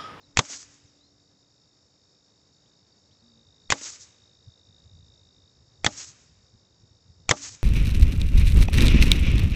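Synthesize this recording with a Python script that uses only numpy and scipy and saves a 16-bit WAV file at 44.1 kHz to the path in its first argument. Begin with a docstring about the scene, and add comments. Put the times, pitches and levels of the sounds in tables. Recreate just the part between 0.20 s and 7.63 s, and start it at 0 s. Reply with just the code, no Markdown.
"""Yard, microphone beside a cardboard target: an air rifle fires four pellets, each a rasp and a ringing report,
then a whizz of rising noise and a slap of ripping noise and card modes. A grainy wash and single slaps
come back from trees and hard faces; after the first three shots the spent pellet patters down behind the card.
Throughout, a cricket trills in pulsed tones over an insect chorus of noise, with gliding bird whistles far off,
faint low tones, distant rumble and light wind in lumps of low noise on the microphone."""
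import sys
import numpy as np
from scipy.fft import rfft, irfft
from scipy.io import wavfile
from scipy.ndimage import map_coordinates

SR = 44100
rng = np.random.default_rng(int(sys.argv[2]) if len(sys.argv) > 2 else 0)


def unload_audio(sound):
    """Save the sound as a 16-bit wav file, at the path given as the first command line argument."""
    columns = np.transpose(np.atleast_2d(sound))
    # keep every value between -1 and 1, then stretch to whole-number steps
    steps = np.round(np.clip(columns, -1, 1) * 32767)
    wavfile.write(sys.argv[1], SR, steps.astype(np.int16))


N = 327663
T = np.arange(N) / SR

# Spectra of noise all list: f/Hz, relative level/dB per Hz. Modes list: f/Hz, relative level/dB, t60/s.
# Muzzle reports: t/s, report level/dB, whizz level/dB, echo reference level/dB
SHOT_EVENTS = [(0.1724, -1.5, -29.5, -36.5), (3.5031, -6, -28, -35.5), (5.646, -5, -34, -37.5),
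               (7.0928, -4, -30, -36.5)]
# Pellet strikes at the card: t/s, tear level/dB, air push level/dB, board level/dB, snap level/dB
STRIKES = [(0.1897, -10.5, -19.5, -25, -8.5), (3.521, -13.5, -27.5, -28.5, -9.5),
           (5.663, -14, -23, -26, -8), (7.1101, -8.5, -20.5, -21.5, -8)]
# Ringing modes of the barrel: f/Hz, relative level/dB, t60/s
BARREL_MODES = [(200, -14, 0.0036), (765, -10.5, .012), (1770, -13, 0.005), (2500, -1, 0.0081),
                (3350, -11, 0.011), (4480, -14, .012), (6220, -4.5, 0.0067), (7070, -7.5, 0.018)]
# Arrivals of one report at the microphone: delay t/s, relative level/dB
REPORT_ARRIVALS = [(0, -5), (.0009, 6.5), (.0026, -31.5), (.0035, -9.5)]
# Pellet in flight: f/Hz, relative level/dB per Hz
WHIZZ_SPECTRUM = [(350, -49.5), (600, -10), (1550, -12), (2360, 3), (3990, -4.5), (7120, 0.5), (7780, -9.5),
                  (8600, -37), (11200, -62), (18900, -120)]
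# Torn card, also used for the rasp and the muzzle puff: f/Hz, relative level/dB per Hz
TEAR_SPECTRUM = [(240, -29.5), (400, -0.5), (558, -2), (1970, 1.5), (2610, -6.5), (3500, 0.5), (4760, -8),
                 (6480, -8.5), (7860, -18), (8600, -31.5), (11200, -64), (18900, -120)]
# First rip of the card: f/Hz, relative level/dB per Hz
RIP_SPECTRUM = [(500, -31.5), (1500, -12.5), (3000, -9.5), (4500, -9), (6500, 0.5), (7800, -4.5),
                (8700, -31)]
# Fast modes of the punched card: f/Hz, relative level/dB, t60/s
SNAP_MODES = [(1090, -8.5, 0.021), (2010, 0.5, 0.0097), (2590, -12, 0.0075), (3520, -1, 0.011),
              (4600, -14.5, 0.019)]
# Slow modes of the board: f/Hz, relative level/dB, t60/s
BOARD_MODES = [(280, -20.5, 0.49), (495.8, -14.5, 0.071), (604, -9.5, 0.14), (826, -5.5, 0.11),
               (1172, -3.5, 0.076), (1324, -4.5, .07)]
# Dull thud: f/Hz, relative level/dB per Hz
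THUD_SPECTRUM = [(60, -30), (120, -5), (220, 1.5), (350, 0), (900, -7), (1500, -16.5), (2500, -35.5)]
# Spent pellet landing behind the card: t/s, level/dB, t60/s
PELLET_LANDINGS = [(.297, -42.5, 0.19), (3.6122, -40.5, 0.064), (5.776, -44, 0.045)]
# Echo wash, the same for every shot: t/s after the shot, relative leaves level/dB, relative trunks level/dB
TREE_ECHOES = [(.035, -7, -15), (.055, -14, -22), (.085, -8.5, -18), (.105, -12.5, -19.5),
               (.135, -1.5, -16.5), (.16, -1, -10), (.195, -4.5, -17), (.21, -10, -24.5), (.25, -10, -22.5),
               (.29, -24, -27.5), (.37, -24.5, -30.5), (.45, -33.5, -35.5), (.66, -45, -46)]
# Treble scattered by leaves: f/Hz, relative level/dB per Hz
LEAF_SPECTRUM = [(1940, -43.5), (3300, -16.5), (3900, -11), (5560, -3.5), (6800, -1), (7880, -9.5),
                 (8550, -26), (8800, -45), (11400, -65), (19400, -120)]
# Middle scattered by trunks: f/Hz, relative level/dB per Hz
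TRUNK_SPECTRUM = [(180, -23.5), (300, -6), (700, -9), (1300, -3), (2400, -1.5), (3100, -4), (3900, -10),
                  (4500, -30.5)]
# Single echoes from hard faces: t/s after the shot, relative treble level/dB, middle level/dB above the treble
HARD_ECHOES = [(.079, -8.5, 0), (.086, -5, -18), (0.199, -1.5, -11), (0.232, -16, -14), (.256, -7, -12),
               (.37, -19, -12.5)]
# Late swell of treble: t/s, width/s, level/dB
TREBLE_SWELLS = [(3.821, 0.028, -46.5)]
# Cricket's course: t/s, beats ahead of a steady rate, level/dB before the hush
TRILL_COURSE = [(0, 0.25, -71.5), (1, -0.089, -73), (2.1, -.44, -72), (3.005, -.45, -71.5),
                (3.025, -0.39, -66), (4.6, 0.021, -64.5), (5.3, 0.25, -65.5), (5.32, .3, -71),
                (6.9, 1.3, -71.5), (6.97, 0.85, -73.5), (7.43, 1.17, -67.5)]
# Far bird whistles: t/s, length/s, start f/Hz, end f/Hz, level/dB
BIRD_PEEPS = [(.005, 0.078, 4800, 3720, -68), (0.632, .09, 8200, 5530, -66), (0.647, .05, 5500, 4800, -68),
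              (0.776, 0.13, 3200, 4220, -65), (0.965, 0.044, 4730, 4560, -70),
              (2.452, 0.036, 2580, 4120, -68), (2.553, 0.058, 4100, 5400, -66),
              (2.715, 0.032, 4670, 4620, -65), (2.763, .04, 7700, 6200, -68), (2.766, .03, 4820, 4600, -65),
              (2.855, 0.0306, 4830, 3530, -73), (2.907, 0.04, 2730, 4400, -67),
              (2.992, 0.035, 4040, 4800, -66.5), (3.077, 0.038, 4650, 4660, -64.5),
              (3.125, 0.036, 4680, 4600, -68), (4.126, .03, 4690, 4580, -63)]
# Faint low tones: t/s, length/s, f/Hz, level/dB
LOW_TONES = [(0, 1.33, 287.1, -64), (1.096, 3.1, 290.4, -74), (3.019, 0.23, 229.3, -58)]
# Background course: t/s, air level/dB, chorus level/dB
YARD_LEVELS = [(0, -64.5, -67.5), (1.2, -67.5, -67.5), (3, -66, -67.5), (5.3, -66, -67.5),
               (7.43, -67, -68.5)]
# Distant rumble: f/Hz, relative level/dB per Hz
AIR_SPECTRUM = [(30, -22.5), (100, 1), (300, -8.5), (500, -9), (700, -15), (1500, -20.5), (3200, -27.5),
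                (7000, -23), (8000, -36.5)]
# Insect chorus: f/Hz, relative level/dB per Hz
CHORUS_SPECTRUM = [(4000, -19), (4500, -1.5), (5000, -1), (5500, 2), (6000, -13), (7100, -6), (7900, -22.5),
                   (8600, -35)]
# Wind on the microphone: t/s, buffet level/dB
WIND_LEVELS = [(0, -73), (.5, -66), (.8, -75), (2.6, -88), (3.1, -69), (4.1, -66), (4.55, -65),
               (4.75, -50.5), (4.9, -56), (4.96, -63.5), (5.4, -65), (5.7, -54), (5.95, -64.5), (6.12, -58),
               (6.3, -70), (6.8, -62.5), (7.25, -53.5), (7.43, -64)]
# Single lumps of wind: t/s, level/dB
WIND_PUFFS = [(.085, -56), (.648, -55), (2.926, -60), (4.192, -66), (4.281, -49), (4.5, -63), (5.182, -57),
              (6.352, -49), (6.638, -57), (6.716, -56.5), (6.906, -53.5), (7.356, -60)]
# Wind noise at the microphone: f/Hz, relative level/dB per Hz
BUFFET_SPECTRUM = [(15, -46), (25, -24.5), (92, -0.5), (142, -10.5), (268, -28), (300, -25.5), (390, -53),
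                   (660, -120)]

SLAP_T60_S, SLAP_SPREAD_DB = 0.015, 2
HUSH_DB, HUSH_S = -7.5, 0.19  # the trill sinks at each shot and comes back
TRILL_BEATS_PER_S = 53
SETTLE_PER_S, FADING_DB = 15, 3.5  # longer whistles bend more; distance makes them flicker
PUFF_S, LUMPY_DB = 0.012, 3
CLIP_LEVEL, LOW_CUT_HZ, TOP_HZ = 0.9, 21, 8950


def amp(db):
    """Turn dB into a linear factor."""
    return 10 ** (np.asarray(db) / 20)


def unit(x):
    """Scale to rms 1."""
    return x / np.sqrt(np.mean(x ** 2) + 1e-20)


def curves(rows, t=T):
    """One value per sample of t for each column after the time."""
    s, *columns = np.transpose(rows)
    return [np.interp(t, s, column) for column in columns]


def wobble(rate):
    """A smooth random curve, rate knots a second."""
    return map_coordinates(rng.standard_normal(int(N * rate / SR) + 4), [T * rate])


def noise(spectrum, grain_db=0, size=N):
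    """Coloured noise of rms 1; grain_db spreads the size of its single samples."""
    white = rng.standard_normal(size) * amp(grain_db * rng.standard_normal(size))
    f, level_db = np.transpose(spectrum)
    hz = np.fft.rfftfreq(size, 1 / SR) + 1  # keeps the logarithm finite
    gain = amp(np.interp(np.log(hz), np.log(f), level_db, -120, -120))
    return unit(irfft(rfft(white) * gain, size))


def ring(modes, t, spread_db):
    """Damped sines started at t = 0, each at a new strength."""
    t = np.maximum(t, 0)
    out = 0
    for hz, db, t60 in modes:
        strength_db = db + spread_db * rng.standard_normal()
        out = out + amp(strength_db - 60 * t / t60) * np.sin(2 * np.pi * hz * t)
    return out


def add(track, s, sound):
    """Mix a sound in at s seconds."""
    part = track[round(s * SR):][:len(sound)]
    part += sound[:len(part)]


def rifle():
    """The spring releases with a faint rasp, the barrel rings in a bark, the pellet whizzes closer."""
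    out, t = np.zeros(N), T[:4096]
    for s, db, whizz_db, _ in SHOT_EVENTS:
        bark = sum(amp(g) * ring(BARREL_MODES, t - late, 1.8) for late, g in REPORT_ARRIVALS)
        puff = amp(-6 - 60 * t / 0.024) * noise(TEAR_SPECTRUM, size=len(t))
        nearing = amp(whizz_db + 6 * t / 0.064) * (t < 0.02)
        whizz = nearing * noise(WHIZZ_SPECTRUM, size=len(t))
        add(out, s - 0.0006, amp(db - 9.5) * (bark + puff) + whizz)
        rasp = (t < 0.009) * noise(TEAR_SPECTRUM, size=len(t))
        add(out, s - 0.009, amp(db - 48) * rasp)
    return out


def target():
    """Air swells ahead of the pellet; the card rips, snaps, kicks back and thuds with a rough ring."""
    out, t = np.zeros(N), T[:16384]
    for s, db, push_db, board_db, snap_db in STRIKES:
        swell = np.exp(-((t - 0.0062) / 0.0024) ** 2)
        swell = swell + 0.4 * np.exp(-((t - 0.009) / 0.0015) ** 2)
        late = np.maximum(t - 0.0102, 0)
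        kick = 2.6 * amp(-60 * late / 0.035) * np.sin(2 * np.pi * 125 * late)
        add(out, s - 0.01, amp(push_db) * (swell - kick))

        rise = 1 - np.exp(-t / 0.00073)
        rip = rise * noise(RIP_SPECTRUM, 2, size=len(t))
        add(out, s - 0.0003, amp(db - 60 * t / 0.022) * rip)

        # torn fibres crackle on in a fast and a slow decay
        shreds = rise * (amp(-60 * t / 0.028) + amp(-19 - 60 * t / 0.055))
        crackle = 0.73 * shreds * noise(TEAR_SPECTRUM, 3, size=len(t))
        snap = ring(SNAP_MODES, t - 0.0005, 1.5)
        add(out, s + 0.0009, amp(snap_db) * (snap + crackle))

        rattle = 1 + 0.5 * wobble(150)[:len(t)]  # loose card does not ring evenly
        thud = amp(-2 - 60 * t / 0.1) * noise(THUD_SPECTRUM, size=len(t))
        add(out, s + 0.0009, amp(board_db) * (rattle * ring(BOARD_MODES, t, 1.7) + thud))
    return out


def landings():
    """A sudden patter through leaves behind the card, with a dull thud under it."""
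    out, t = np.zeros(N), T[:4096]
    for s, db, t60 in PELLET_LANDINGS:
        patter = noise(RIP_SPECTRUM, 2, size=len(t))
        patter = patter + amp(-11.5) * noise(TRUNK_SPECTRUM, 2, size=len(t))
        thud = amp(-7.5) * noise(THUD_SPECTRUM, size=len(t))
        add(out, s, amp(db - 60 * t / t60) * (patter + thud))
    return out


def echoes():
    """Foliage scatters the treble of each shot back in grains, trunks the middle; hard faces give single slaps."""
    out, t = np.zeros(N), T[:round(TREE_ECHOES[-1][0] * SR)]
    slap_t = T[:4096]
    leaf_db, trunk_db = curves(TREE_ECHOES, t)
    for s, _, _, db in SHOT_EVENTS:
        leaves = amp(leaf_db) * noise(LEAF_SPECTRUM, 3.5, size=len(t))
        trunks = amp(trunk_db) * noise(TRUNK_SPECTRUM, 3, size=len(t))
        add(out, s, amp(db) * (t > TREE_ECHOES[0][0]) * (leaves + trunks))
        for late, slap_db, middle_db in HARD_ECHOES:
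            size_db = db + slap_db + SLAP_SPREAD_DB * rng.standard_normal()
            treble = noise(RIP_SPECTRUM, size=len(slap_t))
            middle = amp(middle_db) * noise(TRUNK_SPECTRUM, size=len(slap_t))
            add(out, s + late, amp(size_db - 60 * slap_t / SLAP_T60_S) * (treble + middle))
    for s, width, db in TREBLE_SWELLS:
        out += amp(db) * np.exp(-((T - s) / width) ** 2) * noise(LEAF_SPECTRUM, 3.5)
    return out


def cricket():
    """A wing stroke on every beat sounds one short tone that sinks a little."""
    ahead, db = curves(TRILL_COURSE)
    for s, *_ in SHOT_EVENTS:
        db = db + HUSH_DB * (T > s) * np.exp(-np.abs(T - s) / HUSH_S)
    beat = (TRILL_BEATS_PER_S * T + ahead + 0.5) % 1 - 0.5  # 0 at mid-stroke
    stroke = np.exp(-(beat / 0.15) ** 2) * amp(1.4 * wobble(40))
    hz = 3750 - 480 * beat + 12 * wobble(25)
    return amp(db) * unit(stroke * np.sin(2 * np.pi * np.cumsum(hz) / SR))


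def birds():
    """Thin far whistles that glide fast at first, then settle."""
    out = np.zeros(N)
    for s, length, from_hz, to_hz, db in BIRD_PEEPS:
        u = T[:round(length * SR)] / length  # 0 to 1 through the whistle
        hz = to_hz + (from_hz - to_hz) * (1 - u) ** (1 + SETTLE_PER_S * length)
        flicker = amp(FADING_DB * wobble(95)[:len(u)])
        envelope = np.abs(np.sin(np.pi * u ** 0.91))
        tone = np.sin(2 * np.pi * np.cumsum(hz) / SR)
        add(out, s, amp(db) * envelope * flicker * tone)
    return out


def hums():
    """Low sines of wavering phase that start soon and fade out."""
    out, waver = np.zeros(N), wobble(17)
    for s, length, hz, db in LOW_TONES:
        u = T[:round(length * SR)] / length
        envelope = np.sqrt(np.minimum(u * 8, 1 - u))
        tone = np.sin(2 * np.pi * hz * u * length + 0.59 * waver[:len(u)])
        add(out, s, amp(db) * envelope * tone)
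    return out


def yard():
    """Distant rumble, a shimmering insect chorus, and lumps of wind on the microphone, all as coloured noise."""
    air_db, chorus_db = curves(YARD_LEVELS)
    (wind_db,) = curves(WIND_LEVELS)
    air = amp(air_db + 0.8 * wobble(26)) * noise(AIR_SPECTRUM)
    shimmer_db = 0.75 * wobble(50) + 0.6 * wobble(36)
    chorus = amp(chorus_db + shimmer_db) * noise(CHORUS_SPECTRUM)
    puffs = sum(amp(db) * np.exp(-((T - s) / PUFF_S) ** 2) for s, db in WIND_PUFFS)
    wind = amp(wind_db) * unit(amp(LUMPY_DB * wobble(18))) + puffs
    buffet = unit(amp(1.4 * wobble(25)) * noise(BUFFET_SPECTRUM))
    return air + chorus + wind * buffet


def scene():
    """All sources at the one microphone, as a single channel."""
    shots = rifle() + target() + landings() + echoes()
    return (shots + cricket() + birds() + hums() + yard())[None]


def record(dry):
    """The microphone's chain rounds off peaks, thins deep bass, rolls off its top and stops at its band limit."""
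    rounded = dry / (1 + np.abs(dry / CLIP_LEVEL) ** 4) ** 0.25
    hz = np.fft.rfftfreq(N, 1 / SR)
    bass = hz ** 2 / (hz ** 2 + LOW_CUT_HZ ** 2)
    top = amp(-36 * np.clip((hz - 8000) / 950, 0, 1)) * (hz < TOP_HZ)
    return irfft(rfft(rounded) * bass * top, N)


dry = scene()
out = record(dry)
unload_audio(out)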